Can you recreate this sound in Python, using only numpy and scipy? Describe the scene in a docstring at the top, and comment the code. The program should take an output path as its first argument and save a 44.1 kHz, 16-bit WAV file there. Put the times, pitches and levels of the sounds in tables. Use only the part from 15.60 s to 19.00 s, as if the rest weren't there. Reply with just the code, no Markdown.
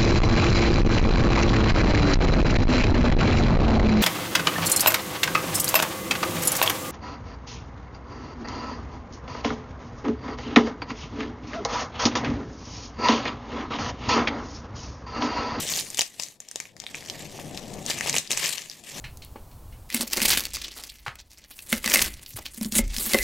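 """Paper creases snap one by one over the clumped crackle and hiss of tearing fibres; a low rumble drags beneath.
Wrapping paper is torn and pulled off a book, close to a stereo pair of microphone ports in a small furnished room.
Snaps are clicks with short rings and cracks, thumps are low bursts, tearing is grains plus hiss.
Dragging is lumpy low noise with resonant booms; noise tails give the room."""
import sys
import numpy as np
from scipy import signal
from scipy.fft import rfft, irfft
from scipy.io import wavfile
from scipy.ndimage import uniform_filter1d

SR = 44100
rng = np.random.default_rng(int(sys.argv[2]) if len(sys.argv) > 2 else 0)


def voltage_ratio(level):
    """Linear amplitude factor for a level in decibels (scalar or array-like)."""
    return 10 ** (np.asarray(level, float) / 20)


def waveform_to_disk(signal):
    """Save audio, clipped to [-1, 1], as 16-bit WAV at the path in sys.argv[1]."""
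    frames = np.transpose(np.atleast_2d(signal))
    scaled = np.clip(frames, -1, 1) * 32767
    samples = np.round(scaled).astype(np.int16)
    wavfile.write(sys.argv[1], SR, samples)


N = 149940


def evened(x):
    """Scales to rms 1."""
    return x / np.sqrt(np.mean(x ** 2) + 1e-20)


def read(points, hz):
    """Reads a table on a log-frequency axis."""
    f, value = np.transpose(points)
    return np.interp(np.log(hz + 1), np.log(f + 1), value)


def curve(points, t_s):
    """Reads a (time, value) table at times t_s, linearly."""
    time_s, value = np.transpose(points)
    return np.interp(t_s, time_s, value)


def colour(x, points):
    """Filters by a dB spectrum with minimum phase."""
    log_gain = np.log(voltage_ratio(read(points, abs(np.fft.fftfreq(4096, 1 / SR)))))
    taps = np.fft.ifft(np.exp(np.conj(signal.hilbert(log_gain)))).real[:2048]
    return signal.oaconvolve(x, taps)[:len(x)]


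def wobble(seconds):
    """Random drift with the given time constant, rms 1: noise through two equal one-pole low-passes."""
    r = np.exp(-1 / (max(seconds, 1e-4) * SR))
    return evened(signal.lfilter([1], [1, -2 * r, r * r], rng.standard_normal(N)))


def resonance(x, hz, width_hz, zeros=(1,)):
    """Two-pole resonator driven by x, rms 1."""
    r = np.exp(-np.pi * width_hz / SR)
    poles = [1, -2 * r * np.cos(2 * np.pi * hz / SR), r * r]
    return evened(signal.lfilter(zeros, poles, x))


def burst(hz, rise_s, t_s):
    """Sine from t_s = 0 whose envelope peaks at rise_s, then dies away."""
    return np.sin(2 * np.pi * hz * t_s) * t_s / rise_s * np.exp(1 - t_s / rise_s)


def room(x):
    """A noise tail for each ear, each band dying at its own speed."""
    # reverberation: (frequency [Hz], T60 [s])
    t60_s = [(200, 0.078), (2000, 0.17), (7000, 0.13), (15000, 0.14)]
    gap_s = 0.00032
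    hz, t, z = signal.stft(rng.standard_normal((2, SR // 2)), SR, nperseg=128)
    decay_db = -60 * t / read(t60_s, hz)[:, None]
    tail = signal.istft(z * voltage_ratio(decay_db), SR, nperseg=128)[1]
    tail = tail * (np.arange(tail.shape[1]) > gap_s * SR)
    return signal.fftconvolve(x[None], tail / np.linalg.norm(tail[0]), axes=1)[:, :N]


def dragging():
    """Sheet sliding on the cover: lumpy low noise, with resonances of the cover that boom under pressure."""
    # rumble of the drag: (time [s], level [dB])
    drag_db = [(0, -42.5), (.1, -48), (.19, -43.5), (.26, -51), (.4, -50), (.46, -62), (.62, -57),
               (.76, -64), (.93, -65.5), (.97, -61.5), (1.12, -58), (1.4, -48), (1.7, -45.5), (1.85, -41),
               (2.0, -40.5), (2.3, -41), (2.57, -41.5), (2.62, -58), (2.69, -54.5), (2.72, -45.5),
               (2.9, -55), (3.1, -57.5), (3.24, -57.5), (3.4, -44)]
    # rub spectrum: (frequency [Hz], relative density [dB per Hz])
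    cover_db = [(20, -3), (35, -11), (100, -2.5), (150, -1.5), (250, -3), (400, -6), (750, -7),
                (1000, -17.5), (1400, -30.5), (2500, -52)]
    # cover resonances: (frequency [Hz], width [Hz], level before pressing [dB])
    booms = [(149, 18.6, -8), (207, 32, -9)]
    # boom gain as the sheet presses on the cover: (time [s], gain [dB])
    press_db = [(.8, -8), (1.8, 3.5), (2.8, -4)]
    lump_db, lump_s = 1.8, .012
    t = np.arange(N) / SR
    rub = evened(colour(rng.standard_normal(N), cover_db))
    for hz, width_hz, db in booms:
        drive = np.diff(rng.standard_normal(N + 1))
        rub = rub + voltage_ratio(db + curve(press_db, t)) * resonance(drive, hz, width_hz)
    rub = evened(rub * voltage_ratio(lump_db * wobble(lump_s)))
    return rub * voltage_ratio(curve(drag_db, t))


def fibre_grains():
    """Fibres giving way: sparse random grains at 24 pitches, rms 1."""
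    grains_per_s, spread_db = 2500, 3.6
    size = voltage_ratio(spread_db * np.minimum(rng.exponential(1, N), 3))
    size = size * (rng.random(N) < grains_per_s / SR)
    kind, t, grains = rng.integers(0, 24, N), np.arange(256) / SR, np.zeros(N)
    for k, hz in enumerate(np.geomspace(500, 15000, 24)):
        grain = np.sin(2 * np.pi * hz * t) * t * hz * np.exp(-t * hz / 0.31)
        grain = grain * hz / np.linalg.norm(grain)  # higher grains are stronger
        grains += signal.oaconvolve(size * (kind == k), grain)[:N]
    return evened(grains)


def tearing():
    """Clumped grains and a patchy hiss follow the pull; harder pulls raise the grains against the hiss."""
    # pull on the paper: (time [s], crackle level [dB])
    tear_db = [(0, -32), (.08, -33), (.1, -31), (.2, -30), (.22, -39), (.29, -42.5), (.369, -44),
               (.374, -29.5), (.42, -42.5), (.45, -38.5), (.53, -53.5), (.59, -51.5), (.6, -37.5),
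               (.68, -43.5), (.75, -58), (.79, -73), (.81, -56), (.87, -56.5), (.95, -52.5), (.965, -48),
               (1.06, -47), (1.15, -68), (1.18, -55), (1.33, -48), (1.36, -46.5), (1.5, -43.5),
               (1.54, -45.5), (1.62, -43.5), (1.69, -51), (1.75, -41), (1.84, -47), (1.93, -44),
               (1.98, -41.5), (2.03, -49), (2.14, -45.5), (2.2, -47), (2.255, -43.5), (2.305, -25.5),
               (2.34, -35), (2.38, -37.5), (2.49, -28.5), (2.51, -33.5), (2.57, -27), (2.6, -36.5),
               (2.69, -52), (2.71, -30.5), (2.76, -35), (2.815, -27.5), (2.86, -27), (2.93, -31.5),
               (3.04, -45.5), (3.2, -51), (3.228, -60), (3.24, -46.5), (3.4, -34)]
    # tearing spectrum before tilt: (frequency [Hz], relative density [dB per Hz])
    paper_db = [(40, -51), (150, -4), (250, -13.5), (500, -7.5), (800, -10.5), (1150, -6), (1420, -14),
                (1750, -2), (2400, -1.5), (3300, -1.5), (5000, -2), (7000, -0.5), (8300, -3), (9000, -7),
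                (12000, -9), (15000, -13.5), (16000, -26)]
    # brightness of the tearing: (time [s], tilt [dB per octave of (Hz + 1000)])
    bright = [(0, 1.5), (.3, 1.5), (.7, 0), (1.2, -3.5), (1.7, -1.5), (2.2, -2), (2.6, -1.5), (2.9, -0.5),
              (3.4, -1)]
    grain_db, hiss_db = -4.5, -4
    grain_db_per_pull_db, mid_pull_db = .04, -38
    clump_db, clump_s, patch_db = 2.3, .002, 2.2
    pull_db = curve(tear_db, np.arange(N) / SR)
    grain_gain = voltage_ratio(grain_db + grain_db_per_pull_db * (pull_db - mid_pull_db))
    drive = grain_gain * fibre_grains() + voltage_ratio(hiss_db) * rng.standard_normal(N)
    drive = drive * voltage_ratio(clump_db * wobble(clump_s))
    hz, at_s, z = signal.stft(evened(colour(drive, paper_db)), SR, nperseg=256)
    patches = uniform_filter1d(rng.standard_normal(z.shape), size=7, axis=0)
    patches = evened(uniform_filter1d(patches, size=16, axis=1))
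    tilt_db = curve(bright, at_s) * np.log2((hz[:, None] + 1000) / 5000)
    sound = signal.istft(z * voltage_ratio(patch_db * patches + tilt_db), SR, nperseg=256)[1][:N]
    return evened(sound) * voltage_ratio(pull_db)


def thumps():
    """The sheet slaps the cover: low bursts that rise in a fraction of a cycle."""
    # slaps: (time before lag [s], peak scale [dB], frequency [Hz])
    slaps = [(0.05, -31, 470), (0.175, -29.5, 670), (0.39, -20.5, 720), (0.408, -37, 700),
             (0.42, -30.5, 720), (0.595, -32, 706), (0.802, -50, 522), (0.956, -33, 527), (1, -45, 320),
             (1.237, -38, 766), (1.788, -28.5, 890), (2.298, -22, 750), (2.458, -25, 732),
             (2.48, -24.5, 730), (2.541, -22, 770), (2.564, -24, 514), (2.703, -28, 350), (2.771, -37, 670)]
    lag_s, rise_cycles = .002, .3
    out, t = np.zeros(N + SR), np.arange(1500) / SR
    for s, db, hz in slaps:
        at = round((s + lag_s - 60 / SR) * SR) + 60
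        out[at:at + len(t)] += voltage_ratio(db) * burst(hz, rise_cycles / hz, t)
    return out[:N]


def snaps():
    """Creases buckle in several slips, big ones nearly at once: click, ring, mid crack, then a noisy shiver."""
    # creases: (time before lag [s], relative level [dB], ring [Hz], relative crack level [dB], crack [Hz])
    creases = [(0.0665, -19.5, 5400, -11, 3720), (0.0885, -15, 6270, -10, 3630),
               (0.0966, -20, 6660, -8, 3600), (0.112, -30, 7570, -19, 3430),
               (0.1367, -14.5, 4240, -16, 3550), (0.1553, -18, 6410, -10, 3400),
               (0.161, -11.5, 5980, -17, 3350), (0.1768, -21, 5000, -25, 3000),
               (0.187, -20, 4430, -33, 2920), (0.1909, -14, 4630, -34, 3800),
               (0.2085, -16, 5800, -16, 2300), (0.2657, -29.5, 6000, -9, 2320),
               (0.3012, -18.5, 7700, -33, 2630), (0.345, -15, 6840, -16, 3700),
               (0.3716, -16, 6800, -15, 3630), (0.3784, -15, 8300, -20, 3820), (0.387, -14, 7150, -5, 3200),
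               (0.3914, 3, 7100, -16, 3110), (0.4083, -4.5, 5160, -19, 3620),
               (0.4152, -5.5, 7000, -15, 2570), (0.4195, -9.5, 7000, -17, 3200),
               (0.597, -14.5, 5750, -15.5, 2690), (0.6213, -19.5, 6530, -27, 2370),
               (0.6339, -14.5, 6240, -38, 3800), (0.6838, -28.5, 6430, -19, 2400),
               (0.802, -20, 7370, -32, 1820), (0.8858, -25.5, 6600, -32, 2410),
               (0.9122, -21.5, 7560, -19, 1790), (0.9575, -11.5, 6730, -16, 3770),
               (1.0007, -14, 6500, -12.5, 2300), (1.0533, -36.5, 6230, 2, 2390),
               (1.1653, -31, 5800, -11.5, 2010), (1.194, -42, 6520, -30, 2990),
               (1.1998, -19, 6200, -27, 3600), (1.2186, -32, 6380, -9, 2260), (1.238, -35, 4710, -5, 3680),
               (1.2646, -23.5, 3810, -7, 2250), (1.2893, -47, 3800, 6, 2330),
               (1.311, -38.5, 7200, -7, 2540), (1.3445, -35, 4830, 12.5, 2400),
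               (1.3516, -23, 6960, -11, 2430), (1.4235, -39.5, 5260, 3, 2080),
               (1.4481, -34, 5200, -7, 3040), (1.4596, -25, 5960, -15, 1970),
               (1.4724, -29, 6840, -11, 1980), (1.485, -34, 4470, -1, 3270),
               (1.498, -13.5, 5200, -13, 3140), (1.9737, -19, 5040, -14, 2600),
               (2.138, -25.5, 7560, -18, 2020), (2.2621, -12, 6560, -34, 3740),
               (2.2985, -9.5, 6600, -16, 1740), (2.3039, -13, 4340, -19, 2900),
               (2.313, -25.5, 4150, -1, 2230), (2.386, -16, 6900, -16, 2700), (2.408, -11, 7100, -5, 1980),
               (2.4423, -25, 7960, -12, 3570), (2.4606, -19, 5030, -13, 2340),
               (2.4719, -13, 6450, -12, 2650), (2.4833, -15, 5030, -23, 2120),
               (2.4951, -3, 6660, -18.5, 2300), (2.5274, -15, 4940, -15, 2720),
               (2.5411, -12, 7680, -6, 2400), (2.5525, -9, 7820, -15.5, 2050),
               (2.5636, -6.5, 6970, -7, 2900), (2.5712, -11, 5960, -13, 2820),
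               (2.582, -1.5, 6660, -20, 3880), (2.6735, -26, 5100, -26, 3740),
               (2.7057, -9.5, 7300, -10.5, 2620), (2.7147, -4, 6800, -14.5, 3800),
               (2.7224, -5, 7240, -23, 2530), (2.7302, -16.5, 4900, -12, 2880),
               (2.748, -23, 5790, -7, 2410), (2.7732, -7, 6860, -12.5, 2600),
               (2.7954, -18.5, 5040, -8.5, 2360), (2.84, -14.5, 6330, -12, 3600),
               (2.858, -10.5, 5330, -26, 1890), (2.98, -20.5, 5340, -6, 2850),
               (3.0183, -27.5, 5630, -10, 2630), (3.0583, -28, 7970, -11, 2820),
               (3.0971, -20, 5030, -25, 3300), (3.1138, -29, 4370, -31, 3530)]
    lag_s, snap_db = .0013, -2
    ring_cycles, click_db = 1.1, -1
    crack_s, crack_trim_db = .0008, 4
    shiver_s, shiver_db = .003, -20
    flurry_s, flurry_db, clean_per_db = .0011, -13, .45
    out, t = np.zeros(N + SR), np.arange(-60, 1440 + 60) / SR
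    late = np.maximum(t, 0)
    for s, db, hz, crack_db, crack_hz in creases:
        phase = rng.standard_normal()
        ring = np.sin(2 * np.pi * hz * t + phase) * np.exp(-(t * hz / ring_cycles) ** 2)
        click = voltage_ratio(click_db) * burst(11300, .00003, late)

        when, size = rng.random((2, 4))
        slips = np.zeros(len(t))
        slip_gain = voltage_ratio(min(flurry_db - clean_per_db * db, -2))
        slips[(when * flurry_s * SR).astype(int)] = slip_gain * (2 * size - 1)
        slips[0] = 1  # main slip
        sound = np.convolve(ring + click, slips)[:len(t)]

        crack = np.sin(2 * np.pi * crack_hz * late) * np.exp(-late / crack_s)
        sound = sound + voltage_ratio(crack_db + crack_trim_db) * crack
        shake = resonance(rng.standard_normal(len(t)), hz, .9 * hz, zeros=(1, 0, -1))
        sound = sound + voltage_ratio(shiver_db) * shake * np.exp(-late / shiver_s) * (t > 0)
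        at = round((s + lag_s + t[0]) * SR)
        out[at:at + len(t)] += voltage_ratio(db + snap_db) * sound
    return out[:N]


def scene():
    """Paper sounds jump between two ports over drag, room and noise; left is louder except in the top treble."""
    # microphone response on snaps and thumps: (frequency [Hz], gain [dB])
    mic_db = [(25, -45), (100, -1.5), (900, 3.5), (1400, -0.5), (2000, 5.5), (7000, 1.5), (11000, -3.5),
              (16000, -10)]
    # balance: (frequency [Hz], left minus right [dB])
    lean_db = [(60, 2.5), (110, 5), (200, 4.5), (380, 6), (700, 6.5), (1290, 5.5), (2380, 4.5), (4400, 4),
               (8120, 1), (15000, -1.5)]
    # stereo mixing: (frequency [Hz], nominal left-right likeness [0-1])
    likeness = [(30, .65), (200, .93), (1000, .89), (6000, .94), (14000, .6)]
    scatter_s, jump = .004, 1.7  # how fast and how far the sounding spot jumps
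    room_db, floor_db = -9, -76
    clicks = colour(snaps() + thumps(), mic_db)
    paper = clicks + tearing()
    near = paper + dragging()
    other = paper * np.tanh(wobble(scatter_s)) * jump + dragging()
    hz = np.fft.rfftfreq(N, 1 / SR)
    half_angle = np.arccos(np.clip(read(likeness, hz), 0, 1)) / 2
    pair = np.cos(half_angle) * rfft(near) + np.sin(half_angle) * rfft(other) * [[1], [-1]]
    pair = pair + voltage_ratio(room_db) * rfft(room(clicks), axis=1)
    pair = pair * voltage_ratio(read(lean_db, hz) * [[.5], [-.5]])
    return irfft(pair, N, axis=1) + voltage_ratio(floor_db) * rng.standard_normal((2, N))


def top_cut(x):
    """Nothing passes above the cut-off."""
    return signal.sosfilt(signal.butter(12, 16500, fs=SR, output="sos"), x)


def record(dry):
    """Soft overload rounds the loudest peaks, then a steep low-pass limits the band."""
    knee, edge_hz = .85, 15900
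    soft = knee * np.tanh(dry / knee)
    low_pass = signal.firwin(255, edge_hz, window=("kaiser", 8), fs=SR)
    limited = signal.oaconvolve(soft, low_pass[None], "same")
    return top_cut(limited)


dry = scene()
out = record(dry)
waveform_to_disk(out)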